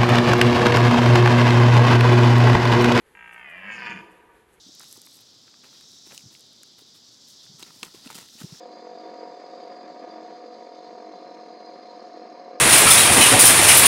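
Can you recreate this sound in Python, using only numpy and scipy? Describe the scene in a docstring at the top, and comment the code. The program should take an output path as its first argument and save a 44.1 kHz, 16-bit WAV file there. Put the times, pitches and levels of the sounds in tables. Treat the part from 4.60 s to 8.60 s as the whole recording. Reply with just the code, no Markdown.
"""Open ground of dirt, dry grass and a few rocks. Goats walk past close to one microphone; no echo.
Hooves thud on the earth, clack on stone, flick chips, knock pebbles and scuff through grit.
Dry stalks snap, and leaves crackle as legs brush through them.
Far behind lies a high hiss like an insect chorus, slowly swelling, over a faint rumble of open air."""
import sys
import numpy as np
from scipy import signal
from scipy.fft import rfft, irfft
from scipy.io import wavfile
from scipy.ndimage import uniform_filter1d

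SR = 44100
rng = np.random.default_rng(int(sys.argv[2]) if len(sys.argv) > 2 else 0)


def unload_wav(signal):
    """Save mono or channel-first audio to the path in sys.argv[1] as 16-bit WAV at rate SR, clipped to [-1, 1]."""
    wavfile.write(
        sys.argv[1],
        SR,
        np.round(np.clip(np.atleast_2d(signal).T, -1, 1) * 32767).astype(np.int16),
    )


N = 176400
TIME = np.arange(N) / SR
SHORT = np.arange(SR // 10) / SR   # time within one impact

# spectrum of crackling dry grass: frequency_hz, gain_db
GRASS_SPECTRUM = [(1500, -32), (3000, 8), (5500, 7), (8000, 7.5), (11000, 3), (15500, -2)]


def hoof_thuds():
    """Soft earth takes the weight: a push swells and dies in a few cycles, and loose soil shudders."""
    # footfalls on earth: peak_s, peak_db, pitch_hz
    footfalls = [(0.067, -47, 235), (0.093, -44, 271), (0.379, -45.5, 344), (1.471, -48, 346),
                 (1.53, -44.5, 525), (1.641, -48, 174), (1.663, -43, 128), (1.673, -50, 144),
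                 (2.013, -54, 483), (2.222, -49.5, 370), (2.901, -46.5, 161), (2.916, -49, 185),
                 (2.949, -48, 154), (3.029, -42.5, 310), (3.164, -49.5, 252), (3.229, -40, 234),
                 (3.237, -40, 380), (3.347, -40, 374), (3.466, -34.5, 248), (3.557, -41.5, 223),
                 (3.755, -48.5, 237), (3.818, -35, 233), (3.8447, -28.5, 157), (3.846, -36.5, 310),
                 (3.929, -35.5, 156)]
    rise_cycles, fall_cycles, settle_cycles = 0.83, 1.12, 3.46
    out = np.zeros(N)
    t = SHORT - SHORT.mean()   # zero at the peak
    for peak_s, db, hz in footfalls:
        cycles = t * hz
        swell = np.exp(-(cycles / np.where(t < 0, rise_cycles, fall_cycles)) ** 2)
        push = swell * np.cos(2 * np.pi * cycles)
        soil = rms_one(steep_resonance(rng.standard_normal(len(t)), 2 * hz, width=0.7))
        settling = np.exp(-(cycles / np.where(t < 0, rise_cycles, settle_cycles)) ** 2)
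        add(out, peak_s + t[0], from_db(db) * (push + from_db(-21.5) * settling * soil))
    return out


def hoof_clacks():
    """The two claws of a hoof meet stone just after each other, ringing briefly and crushing grit."""
    # strikes on stone: start_s, level_db, centre_hz, width_ratio, second_claw_delay_s, second_claw_db
    strikes = [(3.0263, -36.5, 2940, 1.7, 0.0022, -3), (3.2299, -26.3, 2450, 0.88, 0.00193, -3.5),
               (3.2345, -37.5, 5000, 1.4, .0015, -10), (3.2482, -40, 6000, 1.6, 0.0042, -5),
               (3.4738, -41.5, 3000, 0.85, 0.0011, -1.5), (3.5025, -36.5, 1180, 1.1, .0022, -9.5)]
    # ringing of hoof and stone: pitch_hz, gain_db, t60_s
    modes = [(443, -19, 0.071), (920, -1.5, 0.011), (1182, -11.5, 0.029), (2266, -5, 0.012),
             (2740, -0.5, 0.0075), (3260, 0, 0.005), (3884, -3.5, 0.0079), (4270, -4.5, 0.0071),
             (5240, -7.5, 0.0086), (6380, -6.5, 0.017), (7700, -3.5, 0.011), (9900, -5, 0.011)]
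    ring = sum((-1) ** k * from_db(db) * np.sin(2 * np.pi * hz * SHORT) * decay(t60_s)
               for k, (hz, db, t60_s) in enumerate(modes))
    out = np.zeros(N)
    for start_s, db, hz, width, second_s, second_db in strikes:
        for delay_s, claw_db in ((0, 0), (second_s, second_db)):
            grit = from_db(1) * rng.standard_normal(len(SHORT)) * decay(t60_s=0.011)
            clack = unit_impact(resonance(ring + grit, hz, width))
            add(out, start_s + delay_s, from_db(db + claw_db) * clack)
    return out


def stone_chips():
    """A flicked chip of stone rings with one note for a few milliseconds."""
    # flicked chips: start_s, level_db, pitch_hz
    chips = [(1.5773, -39.5, 6680), (2.0343, -48, 6700), (3.0315, -36, 3930), (3.231, -41, 1180),
             (3.5014, -43.5, 1410), (3.5035, -49, 990)]
    rise_s = 0.0006
    envelope = (1 - np.exp(-SHORT / rise_s)) * decay(t60_s=0.012)
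    out = np.zeros(N)
    for start_s, db, hz in chips:
        add(out, start_s, from_db(db) * unit_impact(envelope * np.sin(2 * np.pi * hz * SHORT)))
    return out


def pebble_knocks():
    """Loose stones knock together dully: a burst of tiny fractures in one broad resonance."""
    # pebble contacts: start_s, level_db, pitch_hz
    contacts = [(0.201, -54, 1290), (0.2056, -44, 1100), (0.22, -52, 1370), (0.2338, -48.5, 1020),
                (0.242, -50.5, 2660), (0.365, -52, 925), (.471, -49, 1230), (0.88, -53, 1640),
                (0.9409, -51.5, 1100), (1.042, -49, 1750), (1.129, -55, 1170), (1.21, -55, 1840),
                (1.508, -60, 1480), (1.521, -45.5, 1900), (1.5778, -36.5, 2900), (1.593, -53.5, 2200),
                (1.607, -55, 2310), (1.7505, -45, 2790), (2.0334, -52, 1930), (2.865, -55, 1560),
                (2.994, -59, 1100), (3.028, -54, 930), (3.106, -50.5, 935), (3.2332, -37, 1190),
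                (3.277, -59, 1500), (3.348, -54, 2400), (3.45, -49, 2900), (3.519, -53, 2000),
                (3.548, -54, 2600), (3.579, -48, 1390), (3.586, -45, 1700), (3.687, -46.5, 3360),
                (3.789, -49, 2370), (3.814, -44.5, 1280), (3.819, -46, 1490), (3.949, -53, 1700)]
    out = np.zeros(N)
    for start_s, db, hz in contacts:
        fractures = rng.choice([-1, 1], len(SHORT)) * decay(t60_s=0.0061)
        add(out, start_s, from_db(db) * unit_impact(steep_resonance(fractures, hz, width=0.6)))
    return out


def stalk_snaps():
    """A dry stalk breaks with a bright tick over a broader crack, then its fibres tear faintly."""
    # breaking stalks: start_s, level_db, pitch_hz
    breaks = [(.1512, -49, 8050), (.1965, -41.5, 8200), (0.208, -56, 9000), (.2145, -47, 8000),
              (.231, -49, 9000), (.242, -50, 9000), (.313, -46, 7000), (0.3272, -38, 7900),
              (.358, -53, 11000), (.3735, -48, 10000), (.4172, -42.5, 8000), (.455, -51, 10000),
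              (0.4652, -47, 11000), (.556, -54, 11000), (.57, -49.5, 8500), (0.6075, -53.5, 11000),
              (.615, -53, 10000), (1.21, -51, 7000), (1.526, -54, 7500), (1.5779, -39, 5760),
              (1.593, -54, 5000), (1.607, -51, 5500), (1.776, -59, 8500), (1.7945, -54, 9500),
              (1.8078, -49, 8000), (1.9315, -55.5, 8900), (2.0331, -43, 7600), (2.061, -63, 10500),
              (2.687, -57, 9000)]
    out = np.zeros(N)
    for start_s, db, hz in breaks:
        tearing = from_db(-21) * rng.standard_normal(len(SHORT)) * decay(t60_s=0.009)
        tearing[0] = 1   # the clean break
        crack = unit_impact(resonance(tearing, hz, width=1))
        tick = unit_impact(resonance(crack, hz, width=1))
        add(out, start_s, from_db(db) * unit_impact(tick + from_db(-9) * crack))
    return out


def hoof_scuffs():
    """Each drag of a hoof swells and fades unevenly, setting off grains of dirt and dry grass."""
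    # hoof drags: start_s, length_s, dirt_db, grass_db, grains_per_s
    drags = [(0.193, 0.11, -60, -54.5, 6200), (0.27, 0.24, -64.5, -63, 4800), (.49, 0.3, -67, -64, 3600),
             (0.837, 0.11, -65, -74, 1340), (1.028, 0.073, -54, -60.5, 7000),
             (1.083, 0.24, -62.5, -63, 3300), (1.275, 0.13, -87, -60.5, 9400),
             (1.443, 0.1, -60.5, -55.5, 10000), (1.494, 0.065, -50.5, -68, 3160),
             (1.51, 0.13, -59, -50.5, 3800), (1.696, 0.14, -67, -59.5, 3400),
             (2.175, 0.066, -62, -55.5, 2300), (2.332, 0.082, -65, -60.5, 5000),
             (2.66, 0.11, -78, -55, 6200), (2.814, 0.081, -67, -62, 2800), (2.976, 0.11, -55, -53, 3200),
             (3.048, 0.087, -54.5, -60, 8800), (3.093, 0.3, -65, -58, 5300),
             (3.22, 0.11, -52.5, -55, 13000), (3.336, 0.046, -52.5, -53, 13000),
             (3.348, 0.17, -61.5, -62, 8300), (3.434, 0.1, -51, -52, 9500),
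             (3.488, 0.099, -52, -51.5, 2900), (3.542, 0.04, -50.5, -42.5, 13000),
             (3.567, 0.069, -48, -45, 7000), (3.587, .13, -58.5, -56.5, 7300),
             (3.717, 0.061, -63.5, -57, 3200), (3.771, 0.11, -52, -47.5, 22000),
             (3.848, 0.22, -57, -63, 3300)]
    # spectrum of scraped dirt: frequency_hz, gain_db
    dirt_spectrum = [(40, -33), (150, 10), (380, 7), (640, 0), (950, 6), (1150, 1), (1350, 6.5),
                     (1600, -2.5), (1850, 4), (2200, -0.5), (2650, 3), (3500, -6.5), (6000, -10),
                     (15000, -21)]
    rise_share = 0.25
    dirt_power, grass_power = np.zeros(N), np.zeros(N)
    for start_s, length_s, dirt_db, grass_db, _ in drags:
        stroke = rise_and_fall(start_s, length_s, rise_share)
        dirt_power += (from_db(dirt_db) * stroke) ** 2
        grass_power += (from_db(grass_db) * stroke) ** 2
    starts, lengths, _, _, rates = np.transpose(drags)
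    per_s = np.interp(TIME, starts + rise_share * lengths, rates)
    dirt = np.sqrt(dirt_power) * crackle(dirt_spectrum, per_s, spread_db=3)
    grass = np.sqrt(grass_power) * crackle(GRASS_SPECTRUM, per_s, spread_db=2)
    crunch = from_db(3 * wobble(samples=150))   # the hoof catches and gives way
    return (dirt + grass) * crunch


def litter_ticks():
    """Dry litter gives stray ticks under the herd."""
    return from_db(-74.5) * crackle(GRASS_SPECTRUM, per_s=120, spread_db=2)


def leaf_rustles():
    """Fine dry leaves slide past a leg in a dense, bright crackle that swells and fades."""
    # passes of a leg: start_s, length_s, level_db
    passes = [(0.206, 0.17, -59), (.27, .17, -59), (.41, 0.11, -61), (0.473, 0.14, -57)]
    # spectrum of fine dry leaves: frequency_hz, gain_db
    leaf_spectrum = [(5000, -31), (7000, -9), (7900, 2.5), (9300, -8), (11500, 0), (13000, -10),
                     (15500, -17)]
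    level = sum(from_db(db) * rise_and_fall(start_s, length_s) for start_s, length_s, db in passes)
    return level * crackle(leaf_spectrum, per_s=5000, spread_db=4.5)


def plant_brushing():
    """The goat nearest the microphone pushes through the plants: a light, continuous crackle."""
    start_s, fade_s = 2.97, 0.05
    fade_in = np.interp(TIME - start_s, [0, fade_s], [0, 1])
    return from_db(-61) * fade_in * crackle(GRASS_SPECTRUM, per_s=2800, spread_db=2)


def trills():
    """Narrow bands swell out of the far hiss and fade, like nearer insects."""
    # swells of one band: start_s, length_s, level_db, pitch_hz
    swells = [(0, 0.4, -60.5, 3840), (1.05, 0.72, -59, 3830), (1.1, .62, -60, 5420), (3.7, .5, -61, 5400)]
    out = np.zeros(N)
    for start_s, length_s, db, hz in swells:
        band = rms_one(steep_resonance(rng.standard_normal(N), hz, width=0.078))
        out += from_db(db) * np.sqrt(rise_and_fall(start_s, length_s)) * band
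    return out


def far_hiss():
    """Three high bands of hiss, like a distant insect chorus, each swell and flutter on their own."""
    # spectra of the three bands: frequency_hz, gain_db
    low_spectrum = [(2000, -33), (2700, -17.5), (3000, -9), (3300, -2), (3600, 1), (3850, 1.5),
                    (4200, -0.5), (4700, -8), (6500, -32.5)]
    middle_spectrum = [(3600, -39), (4400, -4.5), (4850, 0), (5300, -6.5), (6500, -43)]
    high_spectrum = [(3500, -23), (4400, -6.5), (4900, -2.5), (5400, -1), (5900, -2), (6400, -5.5),
                     (6850, -8.5), (7400, -9.5), (9000, -22), (12000, -25), (15500, -35)]
    # slow swell of the outer bands, before their trims: time_s, low_db, high_db
    outer_swell = [(0, -54.5, -50.5), (0.2, -54, -49), (0.45, -55.5, -53.5), (0.7, -55.5, -55),
                   (0.95, -56, -56.0), (1.12, -53.5, -53), (1.4, -56, -51), (1.62, -59.5, -50.5),
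                   (1.9, -54, -55.5), (2.15, -55.5, -56.0), (2.42, -55.5, -55), (2.62, -56.5, -52.5),
                   (2.82, -51, -51), (3.0, -56, -51.5), (3.18, -57.5, -56), (3.4, -53.5, -54),
                   (3.7, -53, -52.5), (3.95, -53.5, -49)]
    # slow swell of the narrow middle band: time_s, level_db
    middle_swell = [(0, -62.5), (.35, -63), (.7, -60), (1.05, -60), (1.45, -64), (1.85, -59), (2.3, -59.5),
                    (2.75, -58), (3.4, -56.5), (3.95, -67)]
    low_trim_db, high_trim_db, flutter_db = -3, -2.5, 0.94
    times, low_db, high_db = np.transpose(outer_swell)
    bands = ((low_spectrum, np.interp(TIME, times, low_db + low_trim_db)),
             (middle_spectrum, np.interp(TIME, *np.transpose(middle_swell))),
             (high_spectrum, np.interp(TIME, times, high_db + high_trim_db)))
    out = np.zeros(N)
    for spectrum, db in bands:
        level = from_db(db + flutter_db * wobble(samples=700))
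        out += level * coloured(rng.standard_normal(N), spectrum)
    return out


def open_air():
    """The open air rumbles, faint and steady."""
    # spectrum of the air: frequency_hz, gain_db
    air_spectrum = [(25, -40), (48, -26), (70, -12.5), (110, 3.5), (160, 0.5), (250, 4), (400, -2),
                    (600, -5), (900, -8.5), (1300, -10), (2400, -15.5), (6000, -9.5), (15000, -59)]
    return from_db(-62) * coloured(rng.standard_normal(N), air_spectrum)


def crackle(spectrum, per_s, spread_db):
    """Grains click at random times and uneven sizes, in the spectrum of their material; rms 1."""
    sizes = from_db(spread_db * np.minimum(rng.exponential(1, N), 4.5))
    hits = rng.random(N) < per_s / SR
    clicks = hits * sizes * rng.choice([-1, 1], N)
    return coloured(clicks / np.sqrt(per_s), spectrum)   # equally loud at any rate


def coloured(x, spectrum):
    """Give a steady signal a spectrum; rms 1."""
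    hz, db = np.transpose(spectrum)
    bins_hz = np.maximum(np.arange(N // 2 + 1) * SR / N, 1)
    gain = from_db(np.interp(np.log(bins_hz), np.log(hz), db))
    return rms_one(irfft(rfft(x) * gain, N))


def resonance(x, hz, width):
    """One resonance; its width is a share of its centre."""
    r = np.exp(-np.pi * width * hz / SR)
    return signal.lfilter([1, 0, -1], [1, -2 * r * np.cos(2 * np.pi * hz / SR), r * r], x)


def steep_resonance(x, hz, width):
    """The same resonance twice, for steeper skirts."""
    return resonance(resonance(x, hz, width), hz, width)


def decay(t60_s):
    """Exponential fall of 60 dB in t60_s."""
    return np.exp(-np.log(1000) * SHORT / t60_s)


def rise_and_fall(start_s, length_s, rise_share=0.5):
    """A straight rise to one and a straight fall to silence."""
    return np.interp(TIME, [start_s, start_s + rise_share * length_s, start_s + length_s], [0, 1, 0])


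def wobble(samples):
    """Random drift, smoothed over this many samples; rms 1."""
    return rms_one(uniform_filter1d(rng.standard_normal(N), size=samples))


def unit_impact(x, contact_s=0.002):
    """Scale an impact so that its energy, spread over contact_s, has a level of 0 dB."""
    return x / np.sqrt(np.sum(x ** 2) / (contact_s * SR))


def rms_one(x):
    """Scale to an rms of one."""
    return x / np.sqrt(np.mean(x ** 2) + 1e-20)


def from_db(db):
    """Decibels to gain."""
    return 10 ** (np.asarray(db) / 20)


def add(out, start_s, sound):
    """Mix a sound in at start_s."""
    i = max(0, int(start_s * SR))
    out[i:i + len(sound)] += sound[:max(0, N - i)]


def scene():
    """Goats close by and the hiss far behind, in mono."""
    steps = hoof_thuds() + hoof_clacks() + stone_chips() + pebble_knocks() + stalk_snaps()
    rustling = hoof_scuffs() + litter_ticks() + leaf_rustles() + plant_brushing()
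    background = trills() + open_air() + far_hiss()
    return (steps + rustling + background)[None]


def record(dry):
    """A steep low-pass cuts the highest treble."""
    cutoff_hz = 15900
    return signal.sosfilt(signal.ellip(10, 0.2, 70, cutoff_hz, fs=SR, output="sos"), dry)


dry = scene()
out = record(dry)
unload_wav(out)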